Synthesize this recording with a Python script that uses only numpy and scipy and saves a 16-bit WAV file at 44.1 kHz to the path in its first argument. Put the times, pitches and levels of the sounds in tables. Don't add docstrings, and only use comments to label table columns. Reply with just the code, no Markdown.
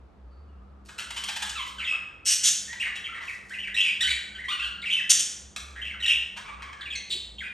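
import sys
import numpy as np
from scipy import signal
from scipy.fft import rfft, irfft, next_fast_len
from scipy.io import wavfile

SR = 44100
rng = np.random.default_rng(int(sys.argv[2]) if len(sys.argv) > 2 else 0)


def to_wav(sig):
    pcm = np.clip(np.atleast_2d(sig), -1, 1) * 32767
    pcm = np.round(pcm).astype(np.int16)
    wavfile.write(sys.argv[1], SR, pcm.T)


N = 332073
EDGE_HZ = 15800


def syrinx(hz, colour, slope_db, fall_db=3.0, count=10):
    k = np.arange(1, count + 1)[:, None]
    weight_db = read(colour, k * hz) + slope_db * np.log2(k) - fall_db * np.maximum(k - 3, 0)
    audible = k * hz < EDGE_HZ
    phase = 2 * np.pi * np.cumsum(hz) / SR
    partials = gain_of(weight_db) * audible * np.sin(k * phase)
    return evened(partials.sum(0))


REFERENCE_HZ, REFERENCE_DB = 2262, -23
THINNING, BRIGHTEN = 2.9, 0.34
CLEAR = 0.11


def sing(hz, colour, level_db, rough, slope_db, jitter=0.093, quiver=0.026, shimmer=1.0,
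         flutter_hz=560, air_db=-17, air_slope=0.29, taper=0.3):
    size = len(hz)
    slope_db = slope_db - THINNING * np.log2(hz / REFERENCE_HZ) + BRIGHTEN * (level_db - REFERENCE_DB)
    hz = hz * np.exp((quiver + jitter * rough) * wander(flutter_hz, size))
    breath = gain_of(air_db + air_slope * slope_db) * hiss(colour, size)
    tone = syrinx(hz, colour, slope_db) + breath
    flutter = np.exp(shimmer * rough * np.tanh(wander(flutter_hz, size)))
    pressure = signal.windows.tukey(size, taper) * flutter
    return gain_of(level_db) * evened(tone * pressure)


SETTLE = 0.89


def slide(length, middle_hz, octaves):
    way = np.exp(-np.linspace(0, 1, int(length * SR)) / SETTLE)
    travelled = (way[len(way) // 2] - way) / (1 - way[-1])
    return middle_hz * 2 ** (octaves * travelled)


# frequency in Hz, gain in dB.
THROAT = [(400, -30), (1000, -11.5), (1600, -4.5), (2900, 3.5), (3800, -5), (4800, -7.5), (6300, -7.5),
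          (8800, -3), (10200, -13.5), (12300, -16), (13600, -69)]
# start in seconds, length in seconds, pitch at the middle in Hz, glide in octaves, level in dB.
CHIRPS = [ (.298, 0.097, 4520, -.02, -78.5), (.465, 0.13, 2820, -0.076, -83),
          (1.842, 0.029, 3314, -0.27, -34.5), (1.868, 0.069, 2584, -0.13, -29.5),
          (2.67, .08, 1888, 0.17, -42.5), (2.818, 0.023, 1955, -.75, -32), (2.832, 0.011, 2785, -.4, -36),
          (2.961, 0.013, 3060, 0.64, -37.5), (3.04, 0.02, 3190, -.06, -36.5),
          (3.055, 0.028, 2250, -0.67, -39), (3.086, 0.021, 1392, 0.24, -43.5),
          (3.124, 0.013, 1380, 0.26, -43), (3.277, 0.037, 2130, -0.67, -37),
          (3.502, 0.041, 1858, 0.53, -39), (3.538, .022, 2524, -0.3, -38.5),
          (3.584, 0.025, 2950, .25, -35.5), (3.625, 0.033, 2570, -.44, -37), (3.671, 0.016, 1870, -.9, -35),
          (3.802, 0.016, 3195, 0.33, -21.5), (4.381, 0.032, 1930, 0.34, -39),
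          (4.44, .026, 1972, -0.12, -36.5), (4.594, 0.023, 2664, 0.091, -31),
          (4.817, 0.011, 3770, -0.44, -39), (4.826, 0.02, 2286, 0.35, -37.5),
          (4.84, 0.013, 1992, -0.4, -37.5), (4.853, 0.05, 2475, -0.5, -32.5), (4.897, 0.025, 3263, .6, -29),
          (4.925, 0.021, 3068, -0.049, -23.5), (4.964, .035, 2626, -.05, -30),
          (4.987, .023, 1830, -0.4, -35.5), (5.814, 0.021, 3096, 0.16, -36.5),
          (5.902, .018, 2112, -0.323, -39.5), (5.939, 0.011, 1480, -0.41, -41.5),
          (6.022, 0.0344, 2850, -0.25, -27.5), (6.129, 0.013, 3410, .03, -31.5),
          (6.809, 0.013, 3625, -0.46, -39), (6.855, 0.026, 2510, -0.41, -39.5),
          (6.901, .021, 3354, -.25, -36.5), (6.953, 0.011, 4214, -0.24, -33),
          (6.956, 0.0113, 6240, -0.16, -38.5), (7.383, 0.015, 3430, 0.31, -38.5),
          (7.403, .034, 1713, -0.84, -38.5), (7.43, 0.048, 2436, 0.04, -39)]


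def chirp(length, hz, octaves, level_db):
    return sing(slide(length, hz, octaves), THROAT, level_db, rough=CLEAR, slope_db=-13.0)


# frequency in Hz, gain in dB.
NASAL = [(400, -23.5), (1000, -9), (1600, -8), (2200, -3), (3000, 6.5), (3800, 3), (4800, -11.5),
         (6300, -9.5), (8800, -2.5), (12300, -15.5), (13600, -69)]
# start in seconds, length in seconds, pitch at the middle in Hz,
# glide in octaves, level in dB.
YELPS = [ (1.549, .075, 1138, -.62, -36), (1.782, 0.022, 1428, -0.43, -37), (2.797, 0.026, 2726, 0.35, -31),
         (3.742, 0.021, 1910, 0.21, -32.5), (4.347, 0.025, 1541, -.15, -42.5),
         (6.001, 0.016, 1895, -.14, -38.5), (6.06, 0.0072, 1860, -0.115, -25.5),
         (6.924, 0.018, 2575, -0.074, -36), (6.949, 0.02, 2110, -.2, -39.5)]


def yelp(length, hz, octaves, level_db):
    return sing(slide(length, hz, octaves), NASAL, level_db, rough=CLEAR, slope_db=-4)


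# start in seconds, length in seconds, pitch at the middle in Hz,
# glide in octaves, level in dB.
TRILLS = [(3.763, 0.036, 2784, 0.036, -25), (3.827, 0.081, 2714, -0.13, -27.5),
          (5.753, 0.058, 1887, 0.25, -41.5), (5.842, 0.048, 2885, 0.085, -38),
          (6.069, .056, 2920, .05, -23), (6.786, 0.052, 1762, 0.41, -45)]
TRILL_PER_S = 100


def trill(length, hz, octaves, level_db, sweep=0.11, throb=0.66, unsteady=0.17):
    pitch = slide(length, hz, octaves)
    rate = TRILL_PER_S * (1 + unsteady * wander(TRILL_PER_S, len(pitch)))
    swing = -np.sin(2 * np.pi * np.cumsum(rate) / SR)
    note = sing(pitch * 2 ** (sweep * swing), THROAT, level_db, rough=0.327, slope_db=-11.0)
    return note * evened(np.exp(-throb * swing))


# start in seconds, length in seconds, pitch at the middle in Hz,
# glide in octaves, level in dB.
BUZZES = [ (1.797, 0.052, 2244, -0.49, -36), (1.915, 0.047, 1292, 0.17, -44.5),
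          (2.849, 0.036, 1950, -.3, -33.5), (3.14, 0.062, 1847, -0.093, -40),
          (4.104, .013, 3800, 0.11, -25.5), (7.101, 0.043, 3878, 0.041, -30)]


def buzz(length, hz, octaves, level_db):
    return sing(slide(length, hz, octaves), THROAT, level_db, rough=0.707, slope_db=-11.0)


# time in seconds, pitch in Hz,
# level in dB before the common trim.
DRAWLS = [
    [(4.004, 1749, -21.5), (4.02, 1977, -20.5), (4.024, 1848, -21.5), (4.038, 1432, -27),
     (4.052, 1537, -24), (4.064, 1932, -33), (4.068, 1943, -24.5), (4.098, 2413, -25.5), (4.118, 2270, -30),
     (4.13, 2310, -20)],
    [(4.482, 990, -28.5), (4.492, 1130, -27.5), (4.511, 1247, -28), (4.518, 1518, -28),
     (4.545, 1402, -29.5)],
    [(4.592, 1345, -33), (4.614, 1362, -40), (4.626, 1675, -32), (4.65, 1451, -32), (4.68, 1384, -32.5)],
]


def drawls(trim_db=-3):
    track = np.zeros(N)
    for curve in DRAWLS:
        s, hz, db = np.transpose(curve)
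        t = np.arange(s[0], s[-1], 1 / SR)
        pitch = np.interp(t, s, hz)
        level_db = np.interp(t, s, db) + trim_db
        add(track, s[0], sing(pitch, NASAL, level_db, rough=CLEAR, slope_db=-4.0, taper=0.1))
    return track


# start in seconds, end in seconds, central pitch in Hz,
# central level in dB, overtone slope in dB per octave for that loud reference note.
WARBLES = [(0.253, .8, 1200, -69.5, -18), (6.426, 6.72, 1166, -49, -5.5)]
WARBLE_PER_S, WARBLE_NOTE_S = 20, 0.0328
WARBLE_SPREAD, WARBLE_GLIDE = 0.0788, 0.306


def warble(unsteady=0.17, uneven_db=1.5):
    track = np.zeros(N)
    for start, end, hz, level_db, slope_db in WARBLES:
        for s in np.arange(start, end, 1 / WARBLE_PER_S):
            late, shift, glide, effort = rng.standard_normal(4)
            pitch = slide(WARBLE_NOTE_S, hz * 2 ** (WARBLE_SPREAD * shift), WARBLE_GLIDE * glide)
            note = sing(pitch, THROAT, level_db + uneven_db * effort, rough=0.34, slope_db=slope_db)
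            add(track, s + unsteady * late / WARBLE_PER_S, note)
    return track


# frequency in Hz, gain in dB.
GAPE = [(500, -50), (1050, -34), (1450, -14.5), (3000, -7), (4500, -4), (6100, 0.5), (7800, -3),
        (9200, -4.5), (12200, -17.5), (13700, -46.5)]
# start in seconds,
# length in seconds, pitch at the start in Hz, pitch it tends to in Hz, level in dB,
# rasp pulses a second before they quicken.
SQUAWKS = [(2.248, 0.1, 2665, 2922, -22.5, 200.8), (2.428, 0.069, 2752, 3310, -19.5, 209.5),
           (5.094, 0.029, 2826, 3203, -14, 222.4), (5.19, 0.024, 3007, 3233, -24, 225),
           (7.089, 0.061, 4070, 4150, -45.5, 203)]


def squawk(length, start_hz, top_hz, level_db, pulse_hz, sweep=0.0762, jitter=0.0616, throb=0.77,
           quicken=0.501, air_db=-2, settle=0.2, swell=0.44):
    u = np.linspace(0, 1, int(length * SR))
    size = len(u)
    rate = pulse_hz * (1 + quicken * u + 0.22 * wander(pulse_hz, size))
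    beat = 2 * np.pi * np.cumsum(rate) / SR
    shake = jitter * wander(680, size) + sweep * np.sin(beat)
    hz = (top_hz + (start_hz - top_hz) * np.exp(-u / settle)) * np.exp(shake)
    onset = np.sin(np.pi / 2 * np.minimum(u / swell, 1))
    pulses = np.exp(-throb * (1 - u) * np.cos(beat))
    pressure = onset * signal.windows.tukey(size, 0.2) * pulses
    tone = syrinx(hz, GAPE, 0) + gain_of(air_db) * hiss(GAPE, size)
    return gain_of(level_db) * evened(tone * pressure)


# frequency in Hz, gain in dB.
BEAK = [(300, -39), (800, -14), (1500, -6), (3200, 3.5), (4600, -1), (6300, 3), (9000, 2), (12300, -7),
        (13600, -59)]
# start in seconds, level in dB, decay in seconds,
# low resonance in Hz, beak resonance in Hz.
CLUCKS = [ (.886, -38.5, 0.0066, 1258, 1740), (0.979, -30, 0.017, 1370, 2570),
          (1.104, -31, 0.0051, 959, 3760), (1.162, -30, 0.014, 992, 3050),
          (1.236, -26.5, 0.0055, 1056, 3110), (1.283, -28.5, 0.011, 808, 3080),
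          (1.359, -28.5, 0.0089, 835, 3400), (1.418, -29, .013, 824, 3350),
          (1.494, -26, 0.0045, 1489, 3000), (2.728, -35.5, 0.0057, 807, 2010),
          (2.953, -35, 0.0084, 1897, 3530), (3.205, -42, 0.025, 1009, 1920),
          (5.561, -27.5, 0.0037, 1172, 4000), (6.363, -36.5, 0.014, 1054, 1587),
          (6.475, -45.5, 0.017, 824, 2300), (6.62, -40, 0.0079, 1102, 1860),
          (6.727, -41.5, 0.0056, 1098, 1730)]
CLUCK_SLOPE_DB, CLUCK_FULL_DB, CLUCK_BRIGHTEN = -1, -23, 0.38
CLUCK_VOICE_DB, CLUCK_LIFT = -7, 0.25
PIPE_DB, BEAK_DB = 6, 6


def cluck(level_db, decay, low_hz, beak_hz, width_hz=130, beak_width_hz=240, rise=0.52, grain=0.44, size=8192):
    t, f = np.arange(size) / SR, np.fft.rfftfreq(size, 1 / SR)
    puff = (1 - np.exp(-t / (rise * decay))) * np.exp(-(t / decay) ** 2 / 2)
    turns = np.cumsum(low_hz * np.exp(CLUCK_LIFT * np.tanh(t / decay - 1 / 2))) / SR
    pulses = evened(sum(np.cos(2 * np.pi * k * turns) for k in range(1, 6)))
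    source = evened(gain_of(CLUCK_VOICE_DB) * pulses + rng.standard_normal(size))
    burst = puff * source * np.exp(grain * wander(600, size))

    slope_db = CLUCK_SLOPE_DB + CLUCK_BRIGHTEN * (level_db - CLUCK_FULL_DB)
    tilt_db = slope_db * np.log2((f + 100) / 3000)
    pipe_db = sum(PIPE_DB / np.sqrt(k) / (1 + ((f - k * low_hz) / width_hz) ** 2) for k in range(1, 4))
    beak_db = BEAK_DB / (1 + ((f - beak_hz) / beak_width_hz) ** 2)
    colour = evened(gain_of(read(BEAK, f) + tilt_db + pipe_db + beak_db))
    log_colour = np.log(np.r_[colour, colour[-2:0:-1]])
    causal = np.exp(signal.hilbert(log_colour).conj())[:len(f)]
    return gain_of(level_db) * irfft(rfft(burst) * causal)


# frequency in Hz, gain in dB.
FEATHERS = [(600, -12), (2500, -3), (6500, -0.5), (9000, -4), (12300, -9.5), (13600, -59)]
# start in seconds, length in seconds, level in dB.
RUSTLES = [(0.845, 0.077, -58.5), (1.582, 0.16, -55), (3.196, 0.2, -59.5), (3.406, 0.2, -62.5)]


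def rustle(length, level_db, grain=0.8, grain_hz=150):
    size = int(length * SR)
    swell = signal.windows.tukey(size, 0.7) * np.exp(grain * wander(grain_hz, size))
    return gain_of(level_db) * evened(hiss(FEATHERS, size) * swell)


# start in seconds, level in dB.
STEPS = [(7.097, -52), (7.143, -46.5)]
PERCH_HZ, PERCH_T60 = 364, 0.2


def step(level_db, size=12000):
    t = np.arange(size) / SR
    hz = PERCH_HZ * (1 + 0.081 * wander(125, size))
    ring = np.sin(2 * np.pi * np.cumsum(hz) / SR)
    return gain_of(level_db - 60 * t / PERCH_T60) * ring


# frequency in Hz, time to fall 60 dB in seconds.
ROOM_T60 = [(500, 0.13), (1200, 1), (2700, 0.62), (7000, 0.59), (12000, 0.44)]


def tail(build=0.0012, early=0.2, early_s=0.041, size=44100):
    taps = rng.choice([-1., 1.], size) * (rng.random(size) < 0.1)
    hz, t, z = signal.stft(taps, SR)
    decay = gain_of(-60 * t / read(ROOM_T60, hz)[:, None])
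    ring = signal.istft(z * decay, SR)[1][:size]
    t = np.arange(size) / SR
    ring = ring * (1 - np.exp(-t / build)) * (1 + early * np.exp(-t / early_s))
    return ring / np.linalg.norm(ring)


# frequency in Hz, side over mid in dB.
ROOM_WIDTH = [(1200, 0), (2300, -11.5), (12000, -55)]


def room(x, wet_db):
    mid = x + gain_of(wet_db) * signal.fftconvolve(x, tail())[:N]
    side = gain_of(wet_db) * signal.fftconvolve(x, coloured(tail(), ROOM_WIDTH))[:N]
    return np.array([mid + side, mid - side])


# mean frequency in Hz, level in dB (HUM_SWELL replaces the first row's level).
HUM = [(64.6, -56), (199.2, -62)]
# time in seconds, level in dB before the drone trim.
HUM_SWELL = [(0.0, -45), (3.331, -58), (4.23, -44.5), (4.32, -50.5), (5.33, -55.5), (5.66, -45.5),
             (7.53, -52.5)]
# frequency in Hz, relative density in dB.
AIR = [(20, -23), (38, -8.5), (60, 0.5), (130, -3.5), (250, -7), (500, -10), (1200, -17), (2000, -27),
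       (4500, -36), (5600, -41.5), (16000, -57)]
AIR_DB = -57
# frequency in Hz, side over mid in dB.
AIR_WIDTH = [(50, -2.5), (120, -9), (700, -4)]


def background(drone_db=-2.5, waver=0.53, drift_hz=4):
    swell_db = np.interp(np.arange(N) / SR, *np.transpose(HUM_SWELL)) + drone_db
    levels_db = [swell_db] + [db for _, db in HUM[1:]]
    hum = 0
    for (hz, _), db in zip(HUM, levels_db):
        turns = np.cumsum(hz + drift_hz * wander(7.08, N)) / SR
        line = np.sin(2 * np.pi * turns) * (1 + waver * wander(4.5, N))
        hum = hum + gain_of(db) * evened(line)
    mid, side = hiss(AIR, N), coloured(hiss(AIR, N), AIR_WIDTH)
    return hum + gain_of(AIR_DB) * np.array([mid + side, mid - side])


def gain_of(db):
    return 10 ** (np.asarray(db) / 20)


def evened(x):
    return x / np.sqrt(np.mean(x ** 2) + 1e-20)


def read(points, hz):
    f, value = np.transpose(points)
    return np.interp(np.log(hz + 1), np.log(f + 1), value)


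def coloured(x, points):
    f = np.fft.rfftfreq(len(x), 1 / SR)
    return irfft(rfft(x) * gain_of(read(points, f)), len(x))


def hiss(colour, size):
    noise = rng.standard_normal(next_fast_len(size, True))
    return evened(coloured(noise, colour))[:size]


def wander(hz, size):
    long = next_fast_len(size + SR // 10, True)
    f = np.fft.rfftfreq(long, 1 / SR)
    spectrum = rfft(rng.standard_normal(long)) / np.sqrt(1 + (f / hz) ** 6)
    return evened(irfft(spectrum, long)[:size])


def add(mix, s, sound):
    part = mix[round(s * SR):][:len(sound)]
    part += sound[:len(part)]


def play(voice, table):
    track = np.zeros(N)
    for s, *row in table:
        add(track, s, voice(*row))
    return track


def scene():
    song = play(chirp, CHIRPS) + play(yelp, YELPS) + play(trill, TRILLS) + play(buzz, BUZZES)
    song = song + drawls() + warble()
    notes = room(song, wet_db=2.0)
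    squawks = room(play(squawk, SQUAWKS), wet_db=-1.0)
    short_sounds = play(cluck, CLUCKS) + play(rustle, RUSTLES) + play(step, STEPS)
    return notes + squawks + room(short_sounds, wet_db=3.0) + background()


# frequency in Hz, lead of the left port in radians.
PORT_PHASE = [(1900, 0), (3200, 0.8), (7800, 0), (8900, 1.24), (9500, -2.5), (10300, -2.5), (11800, -8.5),
              (12600, -8.5)]
# frequency in Hz, gain in dB.
MICROPHONE = [(13000, -1), (13600, -17)]
CEILING = 0.65


def record(dry):
    size = next_fast_len(N + 2048, True)
    f = np.fft.rfftfreq(size, 1 / SR)
    phase = np.interp(f, *np.transpose(PORT_PHASE))
    turn = np.exp(0.5j * np.array([phase, -phase]))
    spectrum = rfft(dry, size) * gain_of(read(MICROPHONE, f)) * turn
    ports = irfft(spectrum, size)[:, :N]
    ports = ports / (1 + (ports / CEILING) ** 6) ** (1 / 6)
    band_limit = signal.firwin(511, EDGE_HZ, window=("kaiser", 9), fs=SR)
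    return signal.oaconvolve(ports, band_limit[None], "same")


dry = scene()
out = record(dry)
to_wav(out)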